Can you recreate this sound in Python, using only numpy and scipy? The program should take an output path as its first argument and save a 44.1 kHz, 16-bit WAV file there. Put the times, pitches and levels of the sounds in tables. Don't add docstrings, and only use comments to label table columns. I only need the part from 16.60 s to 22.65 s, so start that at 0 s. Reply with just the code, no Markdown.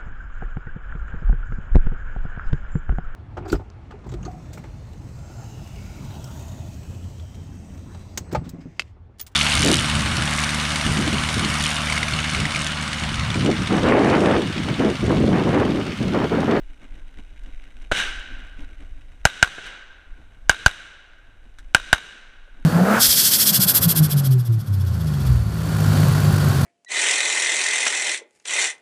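import sys
import numpy as np
from scipy import signal
from scipy.fft import rfft, irfft
from scipy.io import wavfile
from scipy.ndimage import uniform_filter1d

SR = 44100
rng = np.random.default_rng(int(sys.argv[2]) if len(sys.argv) > 2 else 0)


def inscribe(sig):
    pcm = np.round(np.clip(np.atleast_2d(sig).T, -1, 1) * 32767)
    wavfile.write(sys.argv[1], SR, pcm.astype(np.int16))


N = 266805

# start_s, blast_db, low_push_db, range_echo_db, far_berm_echo_db
RIFLE_SHOTS = [(2.6539, 32.5, 8.5, -16, -44.5), (2.8277, 32, 3.5, -16.5, -14),
               (3.896, 33.5, 1, -16.5, -20.5), (4.0625, 33, 11.5, -20, -53), (5.1483, 31.5, -3, -17, -34),
               (5.3298, 33, 3.5, -20, -47)]
# delay_s, level_db, smear_s
NEAR_REFLECTIONS = [(.0068, -16.5, 0.0011), (.0096, -32.5, .009), (.017, -30, .004), (.029, -41, .012)]
# mode_hz, width_hz, level_db
HOUSING_MODES = [(734, 260, -13), (1083, 400, -18), (1445, 90, -3.5), (1556, 95, 0.5), (2145, 23, -14),
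                 (2915, 90, -9.5), (3812, 130, -11.5), (5850, 330, -22.5), (6240, 110, -19.5),
                 (8800, 450, -27.5)]
# freq_hz, level_db
HOUSING_WALL = [(30, -6), (250, -22.5), (500, -27), (1100, -11), (2000, -12), (2500, -12.5), (3400, -15),
                (4000, -19.5), (4500, -24.5), (8500, -24), (10000, -28.5), (14000, -33), (16000, -61.5)]
# freq_hz, level_db
SCATTER_COLOUR = [(40, -10.5), (250, 12), (700, -6), (1100, -6), (1500, 1), (3000, 5), (8000, 4),
                  (15000, -6)]
# freq_hz, t60_s
SCATTER_T60 = [(100, 0.33), (700, 2.3), (1500, 1.65), (3000, 1.34), (6000, .95), (9000, 0.73),
               (14000, 0.38)]
# start_s, crack_db, echo_db
OTHER_BAY_SHOT = (1.3150, 9.5, 0.67)
# freq_hz, level_db
OTHER_BAY_CRACK = [(40, 3.5), (200, 5), (480, 9.5), (1000, -7.5), (1500, -2.5), (3000, -8.5), (8000, -8.5),
                   (15000, -19)]
# freq_hz, level_db
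OTHER_BAY_ECHO = [(100, -8), (1000, -3.5), (1550, -2), (2300, -2), (3000, -0.5), (3800, -3), (8000, -3.5),
                  (15000, -1.5)]
# centre_s, length_s, level_db
FOOTFALLS = [(.235, .055, -49), (.36, .15, -55), (.592, .03, -45), (.878, .05, -53), (1.08, .05, -57),
             (1.76, .17, -50), (2.01, .07, -46), (2.22, .045, -48), (3.608, .06, -53), (6.0, .1, -56)]
# start_s, level_db, decay_s
GEAR_TICKS = [(0.835, -13.5, 0.0045), (1.22, -14.5, 0.0066), (1.596, -1, 0.0027), (1.869, -15.5, 0.0033),
              (4.986, -5.5, 0.01)]
# freq_hz, level_db
GEAR_TICK_COLOUR = [(200, -22), (1100, -30), (1400, -17), (1900, -13), (2600, -23), (4000, -14),
                    (8000, -12), (15000, -16)]
# start_s, level_db
DULL_KNOCKS = [(2.982, -2), (5.878, -27)]
# freq_hz, level_db
DULL_KNOCK_COLOUR = [(60, 2), (250, 5.5), (500, 13), (750, 2), (1000, -20), (1350, -1), (1600, -5),
                     (3000, -14), (10000, -30)]
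# freq_hz, level_db
GRIT_COLOUR = [(100, -9.5), (900, -13.5), (1550, -11), (2000, 4), (4000, -3.5), (9000, -4.5), (15000, -6)]
# time_s, level_db
AIRFLOW_LEVEL = [(0.0, -42), (1.99, -39.5), (2.29, -43), (2.71, -47), (3.18, -50), (3.94, -45.5),
                 (4.41, -53.5), (5.17, -43), (5.48, -53.5), (6.05, -45)]
# freq_hz, level_db
WIND_COLOUR = [(8, -8), (18, 1.5), (40, -6.5), (55, -19), (75, -27), (150, -47), (400, -73), (2000, -110)]
# centre_s, width_s, level_db
GUSTS = [(2.15, .42, -48.5), (3.7, .35, -50.5), (4.8, .25, -54)]
# freq_hz, level_db
EDDY_COLOUR = [(25, -15.5), (55, -1), (80, -5), (150, -23.5), (400, -62), (2000, -100)]
# freq_hz, level_db
AIR_COLOUR = [(30, 5), (130, 3), (280, 10.5), (450, 4.5), (1000, -8.5), (1550, -12.5), (3000, -11.5),
              (6000, -10), (10000, -8), (16000, -3.5)]

HAMMER_LEAD_S, HAMMER_DB = .007, -18
PRIMER_LEAD_S, PRIMER_DB = .0014, -4
JOLT_LEAD_S, JOLT_DB = .0009, 21.7
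BOLT_DELAY_S, BOLT_LAG_S_PER_SHOT, BOLT_DB = .046, .0011, -10
SCATTER_DELAY_S = .01
TREES_S, TREES_SPREAD_S, BERM_S = .16, .074, .228
SLAP_DELAY_S, SLAP_DB, SLAP_DECAY_S = .236, 2, .012
RUSTLE_DB, RUSTLE_SPREAD_DB = -2, 1.2
SHUFFLE_DB, SHUFFLE_SPREAD_DB, SHUFFLE_S = 0, 4.5, .12
THUD_DB, GRIT_DB = 19, 5.5
WIND_DB, GUST_DEPTH_DB, GUST_S = 7, -2.5, .2
AIR_DB = -36
EDGE_HZ = 15500


def rifle():
    air, t = np.zeros(N), clock(65536)
    for k, (start_s, blast_db, _, echo_db, berm_db) in enumerate(RIFLE_SHOTS):
        hammer = clack(ring_hz=6100, decay_s=.00046, rattle_db=-2.5)
        add(air, start_s - HAMMER_LEAD_S, amp(HAMMER_DB) * hammer)
        add(air, start_s - PRIMER_LEAD_S, amp(PRIMER_DB) * burst(decay_s=.00086))

        jolt = highpass(clack(ring_hz=7400, decay_s=.0015, rattle_db=2), cut_hz=2500)
        add(air, start_s - JOLT_LEAD_S, amp(JOLT_DB) * jolt)
        add(air, start_s, amp(blast_db) * muzzle_blast())

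        for delay_s, level_db, smear_s in NEAR_REFLECTIONS:
            add(air, start_s + delay_s, amp(blast_db + level_db) * burst(smear_s))

        bolt = clack(ring_hz=3720, decay_s=.0032, rattle_db=4.5)
        add(air, start_s + BOLT_DELAY_S + k * BOLT_LAG_S_PER_SHOT, amp(BOLT_DB) * bolt)

        add(air, start_s + SLAP_DELAY_S, amp(berm_db + SLAP_DB) * burst(SLAP_DECAY_S))
        trees = amp(echo_db) * (.71 + .25 * swell(t, TREES_S, TREES_SPREAD_S))
        berm = amp(berm_db) * 1.1 * arrival(t, peak_s=BERM_S, rise_s=.03, decay_s=.33)
        echo = scatter(grain_db=3.5, clump_db=.5, hold_s=.13) * np.hypot(trees, berm)
        add(air, start_s + SCATTER_DELAY_S, echo)
    return air


def muzzle_blast(bounce_db=-6, jet_db=-13.5, bark_hz=700, bark_db=-7):
    gap_s, stretch = rng.uniform(.00118, .00134), rng.uniform(.88, 1.14)
    blast = shock(.00019 * stretch)
    add(blast, gap_s, amp(bounce_db) * shock(.00028))
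    t = clock(len(blast))
    bark = np.sin(2 * np.pi * bark_hz / stretch * t) * np.exp(-t / .0007)
    jet = signal.lfilter([1, -1], [1, -.85], burst(decay_s=.0027))
    return blast + amp(bark_db) * bark + amp(jet_db) * jet


def shock(length_s, size=4096):
    u = clock(size) / length_s
    return (1 - u) * np.exp(-u)


def clack(ring_hz, decay_s, rattle_db):
    t = clock(4096)
    ring = np.sin(2 * np.pi * ring_hz * t) * np.exp(-t / decay_s)
    return ring + amp(rattle_db) * burst(decay_s)


def scatter(grain_db, clump_db, hold_s, size=65536):
    grain = grain_db * rng.standard_normal(size)
    clumps = clump_db * wander(.008, size)
    taps = evened(rng.standard_normal(size) * amp(grain + clumps))
    hz, t, bands = signal.stft(taps, SR, nperseg=256)
    late_s = np.hypot(t, hold_s) - hold_s
    decay = np.exp(-np.log(1000) * late_s / read(SCATTER_T60, hz)[:, None])
    bands = bands * amp(read(SCATTER_COLOUR, hz)[:, None]) * decay
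    return signal.istft(bands, SR, nperseg=256)[1][:size]


def low_push(cut_hz=140):
    push = np.zeros(N)
    for start_s, _, push_db, _, _ in RIFLE_SHOTS:
        add(push, start_s - .001, -amp(push_db) * shock(.0022))
    return signal.lfilter(*signal.butter(2, cut_hz, fs=SR), push)


def far_shot():
    start_s, crack_db, echo_db = OTHER_BAY_SHOT
    out, t = np.zeros(N), clock(65536)

    bounce = arrival(t, peak_s=.0055, rise_s=.001, decay_s=.004)
    crack = .5 * np.exp(-t / .002) + 1.05 * bounce + .16 * np.exp(-t / .025)
    add(out, start_s, amp(crack_db) * crack * noise(OTHER_BAY_CRACK, len(t)))

    tree_line = arrival(t, peak_s=.08, rise_s=.028, decay_s=.05)
    spread = .13 + .26 * np.exp(-t / .3) + .65 * tree_line
    echo = coloured(scatter(grain_db=2, clump_db=.86, hold_s=.14), OTHER_BAY_ECHO)
    add(out, start_s, amp(echo_db) * spread * echo)
    return out


def shooter(thud_hz=285):
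    grains = evened(uniform_filter1d(rng.standard_normal(N), size=120))
    grit = evened(noise(GRIT_COLOUR, N) * amp(5.1 * grains))
    thud_colour = [(thud_hz / 4, -16), (thud_hz / 1.36, -10), (thud_hz, 0),
                   (thud_hz * 1.25, -15), (thud_hz * 10, -50)]
    thud = evened(noise(thud_colour, N))

    shift = wander(SHUFFLE_S, N)
    shuffle = evened(thud * amp(SHUFFLE_SPREAD_DB * shift))
    rustle = evened(grit * amp(RUSTLE_SPREAD_DB * shift))
    out = amp(airflow_db()) * (amp(RUSTLE_DB) * rustle + amp(SHUFFLE_DB) * shuffle)

    footfall = amp(THUD_DB) * thud + amp(GRIT_DB) * grit
    for centre_s, length_s, level_db in FOOTFALLS:
        out += amp(level_db) * swell(clock(N), centre_s, length_s / 3) * footfall
    t = clock(4096)
    for start_s, level_db, decay_s in GEAR_TICKS:
        tick = noise(GEAR_TICK_COLOUR, len(t)) * np.exp(-t / decay_s)
        add(out, start_s, amp(level_db) * tick)
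    for start_s, level_db in DULL_KNOCKS:
        knock = noise(DULL_KNOCK_COLOUR, len(t)) * np.exp(-t / .007)
        add(out, start_s, amp(level_db) * knock)
    return out


def wind():
    lumps = amp(GUST_DEPTH_DB * wander(GUST_S, N))
    flow = evened(noise(WIND_COLOUR, N) * lumps) * amp(WIND_DB + airflow_db())
    gusts = sum(amp(level_db) * swell(clock(N), centre_s, width_s)
                for centre_s, width_s, level_db in GUSTS)
    return flow + gusts * evened(noise(EDDY_COLOUR, N))


def airflow_db():
    return np.interp(clock(N), *np.transpose(AIRFLOW_LEVEL))


def background_air():
    return amp(AIR_DB) * noise(AIR_COLOUR, N)


def housing(x, size=8192):
    hz = np.fft.rfftfreq(size, 1 / SR)
    power = amp(read(HOUSING_WALL, hz)) ** 2
    for mode_hz, width_hz, level_db in HOUSING_MODES:
        power = power + amp(level_db) ** 2 / (1 + ((hz - mode_hz) / width_hz) ** 2) ** 2
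    log_gain = np.log(np.r_[power, power[-2:0:-1]]) / 2
    ring = np.fft.ifft(np.exp(np.conj(signal.hilbert(log_gain)))).real
    return signal.oaconvolve(x, ring[:size // 2])[:N]


def amp(db):
    return 10 ** (np.asarray(db) / 20)


def evened(x):
    return x / np.sqrt(np.mean(x ** 2) + 1e-20)


def read(points, hz):
    f, value = np.transpose(points)
    return np.interp(np.log(hz + 1), np.log(f), value)


def add(mix, start_s, sound):
    part = mix[max(round(start_s * SR), 0):][:len(sound)]
    part += sound[:len(part)]


def clock(size):
    return np.arange(size) / SR


def coloured(x, points):
    gain = amp(read(points, np.fft.rfftfreq(len(x), 1 / SR)))
    return irfft(rfft(x) * gain, len(x))


def noise(points, size):
    return coloured(rng.standard_normal(size), points)


def burst(decay_s, size=4096):
    return rng.standard_normal(size) * np.exp(-clock(size) / decay_s)


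def wander(length_s, size):
    cycles = np.fft.rfftfreq(size, 1 / SR) * length_s
    return evened(irfft(rfft(rng.standard_normal(size)) * cycles * np.exp(-cycles ** 2), size))


def swell(t, centre_s, width_s):
    return np.exp(-((t - centre_s) / width_s) ** 2 / 2)


def arrival(t, peak_s, rise_s, decay_s):
    return np.where(t < peak_s, swell(t, peak_s, rise_s), np.exp(-abs(t - peak_s) / decay_s))


def highpass(x, cut_hz):
    return signal.lfilter(*signal.butter(2, cut_hz, "high", fs=SR), x)


def scene():
    airborne = rifle() + far_shot() + shooter() + background_air()
    return (housing(airborne) + low_push() + wind())[None]


def record(dry, threshold_db=-22, squeeze=.37, fall_db_per_s=15, attack_s=.012, knee=6):
    r = np.exp(-1 / (attack_s * SR))
    power = signal.lfilter([1 - r], [1, -r], np.minimum(dry[0] ** 2, 1))
    level_db = 10 * np.log10(power + 1e-12)

    fall_db = clock(N) * fall_db_per_s
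    held_db = np.maximum.accumulate(level_db + fall_db) - fall_db
    over_db = np.maximum(held_db - threshold_db, 0)
    ducked = dry * amp(-squeeze * over_db)

    clipped = .95 * ducked / (1 + abs(ducked) ** knee) ** (1 / knee)
    dulled = signal.lfilter(*signal.bessel(2, 11000, fs=SR), clipped)
    band_limit = signal.firwin(101, EDGE_HZ, window=("kaiser", 7), fs=SR)
    return signal.oaconvolve(dulled, band_limit[None], "same")


dry = scene()
out = record(dry)
inscribe(out)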